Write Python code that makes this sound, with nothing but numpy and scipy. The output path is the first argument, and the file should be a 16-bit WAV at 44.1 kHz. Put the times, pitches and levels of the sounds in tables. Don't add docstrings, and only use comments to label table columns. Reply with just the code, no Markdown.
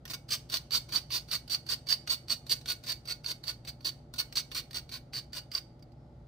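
import sys
import numpy as np
from scipy import signal
from scipy.fft import rfft, irfft
from scipy.io import wavfile
from scipy.ndimage import uniform_filter1d

SR = 44100
rng = np.random.default_rng(int(sys.argv[2]) if len(sys.argv) > 2 else 0)


def digitize_waveform(pressure):
    field = np.atleast_2d(pressure).T
    bounded = np.clip(field, -1, 1)
    quanta = np.round(bounded * 32767).astype(np.int16)
    wavfile.write(sys.argv[1], SR, quanta)


N = 276639

# (lands_s, skim_duration_s, scrape_duration_s, tick_db, skim_db, force_db)
KNIFE_STROKES = [(0.0777, .022, 0.024, -37, -51.5, -35.5), (0.129, .006, 0.017, -43.5, -51, -32.5),
                 (0.289, 0.017, 0.053, -36.5, -46, -27.5), (0.4978, 0.021, 0.056, -32, -44, -30),
                 (0.7076, 0.011, 0.06, -29, -49, -26), (0.8897, .032, 0.063, -37.5, -49, -29),
                 (1.1039, 0.013, 0.065, -30.5, -45, -28), (1.285, .026, 0.052, -43, -48, -28.5),
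                 (1.4779, 0.02, .057, -38.5, -55, -30), (1.6645, 0.024, .054, -36, -51, -28.5),
                 (1.8695, 0.018, 0.056, -34, -45.5, -26), (2.0743, 0.023, 0.052, -26, -40, -27.5),
                 (2.283, 0.015, 0.042, -35, -46, -28), (2.4656, 0.03, 0.041, -39.5, -54, -27),
                 (2.658, 0.016, 0.051, -30.5, -51, -30.5), (2.837, 0.027, 0.065, -35.5, -47, -32.5),
                 (3.054, 0.02, 0.051, -38, -54, -33.5), (3.244, 0.015, 0.06, -33.5, -45.5, -34.5),
                 (3.4377, 0.029, 0.044, -34, -51, -34.5), (3.6492, .024, 0.03, -39.5, -57.5, -38),
                 (3.8072, 0.04, 0.049, -47.5, -62, -30.5), (4.138, 0.045, .032, -31.5, -52.5, -28.5),
                 (4.3248, .031, 0.054, -34, -59, -31), (4.515, 0.033, 0.059, -30.5, -48.5, -32),
                 (4.7086, .036, 0.054, -37, -59, -35.5), (4.8922, 0.024, 0.063, -38, -57.5, -39),
                 (5.1338, 0.0043, 0.058, -30.5, -44.5, -34.5), (5.3313, 0.018, 0.044, -32, -43.5, -35.5),
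                 (5.5161, 0.016, 0.058, -31.5, -48, -36.5)]
CUTOFF_HZ = 15900
TIME = np.arange(N) / SR
HZ = np.maximum(np.fft.rfftfreq(N, 1 / SR), 1)
USUAL_FORCE_DB = -31.5
LEAD_S = 0.009


def from_db(db):
    return 10 ** (np.asarray(db) / 20)


def rms_one(x):
    return x / np.sqrt(np.mean(x ** 2) + 1e-20)


def filter_hz(size):
    return np.maximum(np.fft.rfftfreq(size, 1 / SR), 1)


def at_hz(points, hz, channels=1):
    points = np.array(points)
    return np.interp(np.log(hz), np.log(points[:, 0]), points[:, channels])


def causal(gain_db):
    cepstrum = np.fft.irfft(np.log(from_db(gain_db)))
    half = cepstrum.shape[-1] // 2
    cepstrum[..., 1:half] *= 2
    cepstrum[..., half + 1:] = 0
    return irfft(np.exp(rfft(cepstrum)))


def add(out, s, sound):
    start = max(round(s * SR), 0)
    out[:, start:start + sound.shape[1]] += sound[:, :N - start]


def panned(sound, pan_db):
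    return sound * from_db([[pan_db / 2], [-pan_db / 2]])


def air(spectrum):
    # (pitch_hz, likeness_0_to_1)
    air_likeness = [(100, 0.97), (250, 0.96), (500, 0.74), (1000, 0.22), (3000, 0.2)]
    mid, side = rfft(rng.standard_normal((2, N)))
    alike = np.clip(at_hz(air_likeness, HZ), 0, 1)
    both = np.sqrt(1 + alike) * mid + np.sqrt(1 - alike) * side * [[1], [-1]]
    return rms_one(irfft(both * from_db(at_hz(spectrum, HZ)), N))


def kitchen_air(rumble_rms_db=-55.0, hiss_rms_db=-73.0):
    # (pitch_hz, density_db_per_hz)
    rumble_spectrum = [(12, -52.5), (20, -28), (39, -10), (65, -3), (90, -7.5), (150, -4), (199, -14),
                       (231, -10), (302, -16), (340, -9.5), (376, -21), (445, -18.5), (665, -20),
                       (870, -19.5), (1100, -66), (1430, -75), (2420, -120)]
    hiss_spectrum = [(530, -31), (900, -14), (991, -17), (1360, -15.5), (1660, -25), (2020, -22),
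                     (2470, -29.5), (4980, -26.5), (5220, -35.5), (5960, -34.5), (16000, -50.5)]
    rumble = from_db(rumble_rms_db) * air(rumble_spectrum)
    hiss = from_db(hiss_rms_db) * air(hiss_spectrum)
    return rumble + hiss


def hum(level_db=-0.5, wander_rad=0.26, count=30):
    # (pitch_hz, level_db)
    hum_lines = [(59.2, -62), (118.3, -58.5), (140.6, -59), (240.5, -69.5), (349, -79), (585, -72.5)]
    out = np.zeros(N)
    knots = np.linspace(0, TIME[-1], count)
    for hz, line_db in hum_lines:
        sway = np.interp(TIME, knots, rng.standard_normal(count))
        phase = 2 * np.pi * (hz * TIME + rng.random()) + wander_rad * sway
        out += np.sqrt(2) * from_db(line_db + level_db) * np.sin(phase)
    return out


def free_blade(swell_s=0.048):
    # (start_s, pitch_hz, level_db, t60_s)
    free_ring = (5.95, 5370, -77, 0.7)
    start_s, hz, level_db, t60_s = free_ring
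    t = np.maximum(TIME - start_s, 0)
    envelope = (1 - np.exp(-t / swell_s)) * np.exp(-np.log(1000) * t / t60_s)
    return from_db(level_db) * envelope * np.sin(2 * np.pi * hz * t)


def kitchen(x, build_s=0.0052, size=22050):
    # (pitch_hz, t60_s)
    room_t60 = [(300, 0.19), (1500, 0.51), (4500, 0.27), (8000, 0.42), (15000, 0.22)]
    t = np.arange(size) / SR
    edges = np.geomspace(200, 17000, num=9)
    tail = 0
    for low, high in zip(edges, edges[1:]):
        band_pass = signal.butter(2, [low, high], "band", fs=SR, output="sos")
        band = signal.sosfilt(band_pass, rng.standard_normal((2, size)))
        t60_s = at_hz(room_t60, np.sqrt(low * high))
        tail = tail + band * from_db(-60 * t / t60_s)
    tail = tail * (1 - np.exp(-t / build_s))
    tail = tail / np.linalg.norm(tail, axis=1, keepdims=True)
    return signal.fftconvolve(x, tail, axes=1)[:, :N]


def coloured(x, low_cut_hz=260, size=4096):
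    # (pitch_hz, left_db, right_db)
    crunch_colour = [(198, -8.5, -12), (540, -21, -18), (990, -21, -12.5), (1940, -18, -13.5),
                     (3540, -11, -9), (4084, -7, -1.5), (5480, -12, -7.5), (7540, -17, -22),
                     (9240, -12, -17.5), (11360, -20.5, -30), (12460, -14, -23.5), (14200, -18.5, -40),
                     (15260, -12.5, -20)]
    # (centre_hz, reach_hz, left_db, right_db)
    fixed_resonances = [(663, 62, -8.5, 2.5), (864, 110, -1, -10.5), (1062, 60, 10, 2),
                        (1417, 170, 0, -3.5), (2975, 170, 1, 2.5), (3635, 180, 4.5, 3.5),
                        (4534, 204, 8.5, 10.5), (4886, 38, 1.5, 7), (5910, 180, 7, 1.5),
                        (6755, 120, -9.5, -19.5), (9660, 430, -12.5, -33)]
    hz = filter_hz(size)
    gain_db = np.array([at_hz(crunch_colour, hz, channels=1), at_hz(crunch_colour, hz, channels=2)])
    for centre, width, left, right in fixed_resonances:
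        gain_db += np.outer([left, right], np.exp(-((hz - centre) / width) ** 2))
    gain_db -= 10 * np.log10(np.mean(from_db(gain_db) ** 2 * (hz < CUTOFF_HZ)))
    x = signal.fftconvolve(x, causal(gain_db), axes=1)[:, :N]
    return signal.sosfilt(signal.butter(2, low_cut_hz, "high", fs=SR, output="sos"), x)


def off_centre(x, left_lag_s=0.00004):
    return irfft(rfft(x) * np.exp(-2j * np.pi * HZ * [[left_lag_s], [0]]), N)


def grip_at(s):
    # (time_s, lean_db, lower_ring_db, upper_ring_db)
    grip_path = [(0.1, -4, -6.5, 0.5), (0.33, 0.5, -4, -0.5), (0.7, 4.5, 0, 1), (1.55, 3.5, 0.5, 2.5),
                 (1.9, 1.5, -1.5, 7), (2.15, -6.5, 2, 0.5), (2.5, 6.5, 0.5, -4), (2.9, 9.5, 1, 2.5),
                 (3.4, 10, 2, 3), (3.75, -6, 1, 0), (4.25, -2, -1, -3), (4.8, -8.5, 0.5, -0.5),
                 (5.14, 4.5, 4, 7), (5.54, 2, -3, 8)]
    grip_s, *columns = np.transpose(grip_path)
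    return [np.interp(s, grip_s, column) for column in columns]


def timbre(s, force_db, size=1024):
    # (pitch_hz, usual_force_db, db_per_db_of_force, lower_ring_share, upper_ring_share)
    crunch_tone = [(2410, 0, -.3, -0.15, -0.053), (3130, -1.5, -0.07, -0.12, -0.16),
                   (4150, 0.1, 0, 0.29, -0.45), (4380, 1, 0.15, 1, -0.39), (4550, -0.5, 0.22, 1, 0.15),
                   (4740, 2, 0.2, 0.5, 1), (4630, -2.5, 0.4, -0.73, 1), (5530, 0.72, -0.05, -0.18, -0.37)]
    _, lower_db, upper_db = grip_at(s)
    extra_force_db = force_db - USUAL_FORCE_DB
    tone = []
    for hz, usual_db, by_force, lower, upper in crunch_tone:
        tone.append((hz, usual_db + by_force * extra_force_db + lower * lower_db + upper * upper_db))
    return causal(at_hz(tone, filter_hz(size)))[None]


def blade(sound, detune=0.0079, uneven_db=2.0, size=4000):
    # (pitch_hz, level_db, t60_s)
    blade_modes = [(646, -0.5, 0.24), (1450, 9.5, 0.07), (1890, -6, 0.13), (2230, 6, 0.23), (2860, 1, 0.12),
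                   (4090, -23, 0.061), (4380, -19.5, .06), (4820, -5.5, 0.052), (6240, -16.5, 0.039)]
    t = np.arange(size) / SR
    response = np.zeros(size)
    response[0] = 1
    for hz, mode_db, t60_s in blade_modes:
        shift, strength = rng.standard_normal(2)
        rate = np.log(1000) / t60_s
        gain = 2 * rate / SR * from_db(mode_db + uneven_db * strength)
        mode_hz = hz * (1 + detune * shift)
        response += gain * np.exp(-rate * t) * np.cos(2 * np.pi * mode_hz * t)
    return signal.fftconvolve(sound, response[None], axes=1)


def gripped(sound, s, force_db):
    return blade(signal.fftconvolve(sound, timbre(s, force_db), axes=1))


def scatter(clicks, near_s=0.00058, sink_s=0.0078, sink_db=-4.5, size=1024):
    # (pitch_hz, likeness_0_to_1)
    crunch_likeness = [(500, 0.98), (1500, 0.4), (4500, 0.65), (6200, 0.89), (8000, 0.16), (15000, 0.1)]
    t = np.arange(size) / SR
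    near = rng.standard_normal((2, size)) * np.exp(-t / near_s)
    sparse = rng.random((2, size)) < 0.05
    sink = rng.standard_normal((2, size)) * sparse * np.exp(-t / sink_s)
    near_paths = rfft(near) / np.linalg.norm(near, axis=1, keepdims=True)
    sink_paths = rfft(sink) / np.linalg.norm(sink, axis=1, keepdims=True)
    alike = np.clip(at_hz(crunch_likeness, filter_hz(size)), 0, 1)
    paths = np.sqrt(alike) + np.sqrt(1 - alike) * near_paths + from_db(sink_db) * sink_paths
    paths /= np.sqrt(uniform_filter1d(np.abs(paths) ** 2, size=13, axis=1))
    return signal.fftconvolve(clicks[None], irfft(paths)[:, :size * 3 // 4], axes=1)


def crumbs(t, per_s, spread_db, size_limit=2.39):
    sizes = from_db(spread_db * np.minimum(rng.exponential(1, len(t)), size_limit))
    signs = rng.choice([-1, 1], len(t))
    breaks = rng.random(len(t)) < per_s / SR
    return rms_one(sizes * signs * breaks)


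def crack(decay_s, trail_db, rise_s=0.0008, size=800):
    t = np.arange(size) / SR
    envelope = (1 - np.exp(-t / rise_s)) * np.exp(-t / decay_s)
    trail = crumbs(t, per_s=9000, spread_db=1.5) * envelope
    burst = from_db(trail_db) * trail / np.linalg.norm(trail)
    burst[min(round(rise_s * SR), size - 1)] += 1
    return scatter(burst / np.linalg.norm(burst))


def ticks(touch_db=16.0, pan_db=0.4, knock_db=4.0, knock_per_db=-0.1, knock_hz=2200, size=256):
    # (start_s, level_db)
    stray_touches = [(0.053, -32), (2.612, -42.5), (3.454, -45), (4.16, -38), (4.7305, -35), (5.793, -56.5),
                     (5.8243, -47.5), (5.9194, -57)]
    out = np.zeros((2, N))
    hz = filter_hz(size)
    touches = [(lands_s, tick_db) for lands_s, _, _, tick_db, _, _ in KNIFE_STROKES]
    touches += [(start_s, level_db) for start_s, level_db in stray_touches]
    usual_db = np.median([level_db for _, level_db in touches])
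    for s, level_db in touches:
        knock = np.clip(knock_db + knock_per_db * (usual_db - level_db), -6, 8)
        tone = causal(at_hz([(knock_hz, knock), (2 * knock_hz, 0)], hz))
        tick = signal.fftconvolve(crack(decay_s=0.0034, trail_db=5.5), tone[None], axes=1)
        tick = gripped(panned(tick, pan_db), s, USUAL_FORCE_DB)
        add(out, s, tick * from_db(level_db + touch_db))
    return out


def flakes(snap_db=12.0, size=256):
    # (start_s, level_db)
    crust_snaps = [(0.5404, -11), (0.569, -17.5), (0.7483, -14), (0.9537, -21), (0.958, -13), (1.3124, -21),
                   (1.498, -26), (1.5451, -15.5), (1.924, -11.5), (2.5173, -13), (2.9024, -21),
                   (3.261, -21.5), (3.3143, -18), (3.48, -18.5), (3.89, -19.5), (4.37, -14), (5.3687, -26),
                   (5.5493, -16), (5.578, -20)]
    out = np.zeros((2, N))
    flick = causal(at_hz([(2000, -5), (4600, 3), (7000, -6)], filter_hz(size)))
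    for s, level_db in crust_snaps:
        snap = signal.fftconvolve(crack(decay_s=0.002, trail_db=10.5), flick[None], axes=1)
        add(out, s, gripped(snap, s, USUAL_FORCE_DB) * from_db(level_db + snap_db))
    return out


def crackle(t, judder_db=1.0, judder_s=0.0044, size=900):
    catches = np.arange(t[0], t[-1], judder_s)
    judder = from_db(judder_db * np.interp(t, catches, rng.standard_normal(len(catches))))
    clicks = crumbs(t, per_s=4500, spread_db=4.0) * judder
    return clicks / np.sqrt(np.abs(uniform_filter1d(clicks ** 2, size=size)) + 1e-9)


def pressure(t, skim_s, scrape_s, skim_db, force_db, lean_db, lead_db=-17.0, bite_s=0.0035,
             start_db=-4.0, crest_db=1.0, end_db=-4.5, ease_s=0.0036,
             lift_s=0.0067, lifted_db=-17.5, loose_db_per_s=-380.0):
    lift = skim_s + scrape_s
    skim = [(-LEAD_S, lead_db), (0, -2), (max(skim_s - bite_s, 0), 0)]
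    scrape = [(skim_s, start_db - lean_db / 2),
              (skim_s + scrape_s / 2, crest_db),
              (lift - ease_s, end_db + lean_db / 2),
              (lift + lift_s, lifted_db + lean_db / 2)]
    shape = [(s, skim_db + db) for s, db in skim] + [(s, force_db + db) for s, db in scrape]
    loose_db = loose_db_per_s * np.maximum(t - lift - lift_s, 0)
    return np.interp(t, *np.transpose(shape)) + loose_db


def strokes(level_db=-0.24, loose_s=0.05):
    out = np.zeros((2, N))
    for lands_s, skim_s, scrape_s, _, skim_db, force_db in KNIFE_STROKES:
        bites_s = lands_s + skim_s
        lean_db, _, _ = grip_at(bites_s)
        t = np.arange(-LEAD_S, skim_s + scrape_s + loose_s, 1 / SR)
        press_db = pressure(t, skim_s, scrape_s, skim_db, force_db, lean_db)
        scrape = crackle(t) * from_db(press_db + level_db)
        add(out, lands_s - LEAD_S, gripped(scatter(scrape), bites_s, force_db))
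    return out


def scene(room_db=-20.5):
    background = kitchen_air() + hum()
    scraping = ticks() + flakes() + strokes()
    in_room = scraping + from_db(room_db) * kitchen(scraping)
    return off_centre(coloured(in_room)) + free_blade() + background


def record(dry):
    top_cut = signal.ellip(10, 0.2, 80, CUTOFF_HZ - 400, fs=SR, output="sos")
    return signal.sosfilt(top_cut, dry)


dry = scene()
out = record(dry)
digitize_waveform(out)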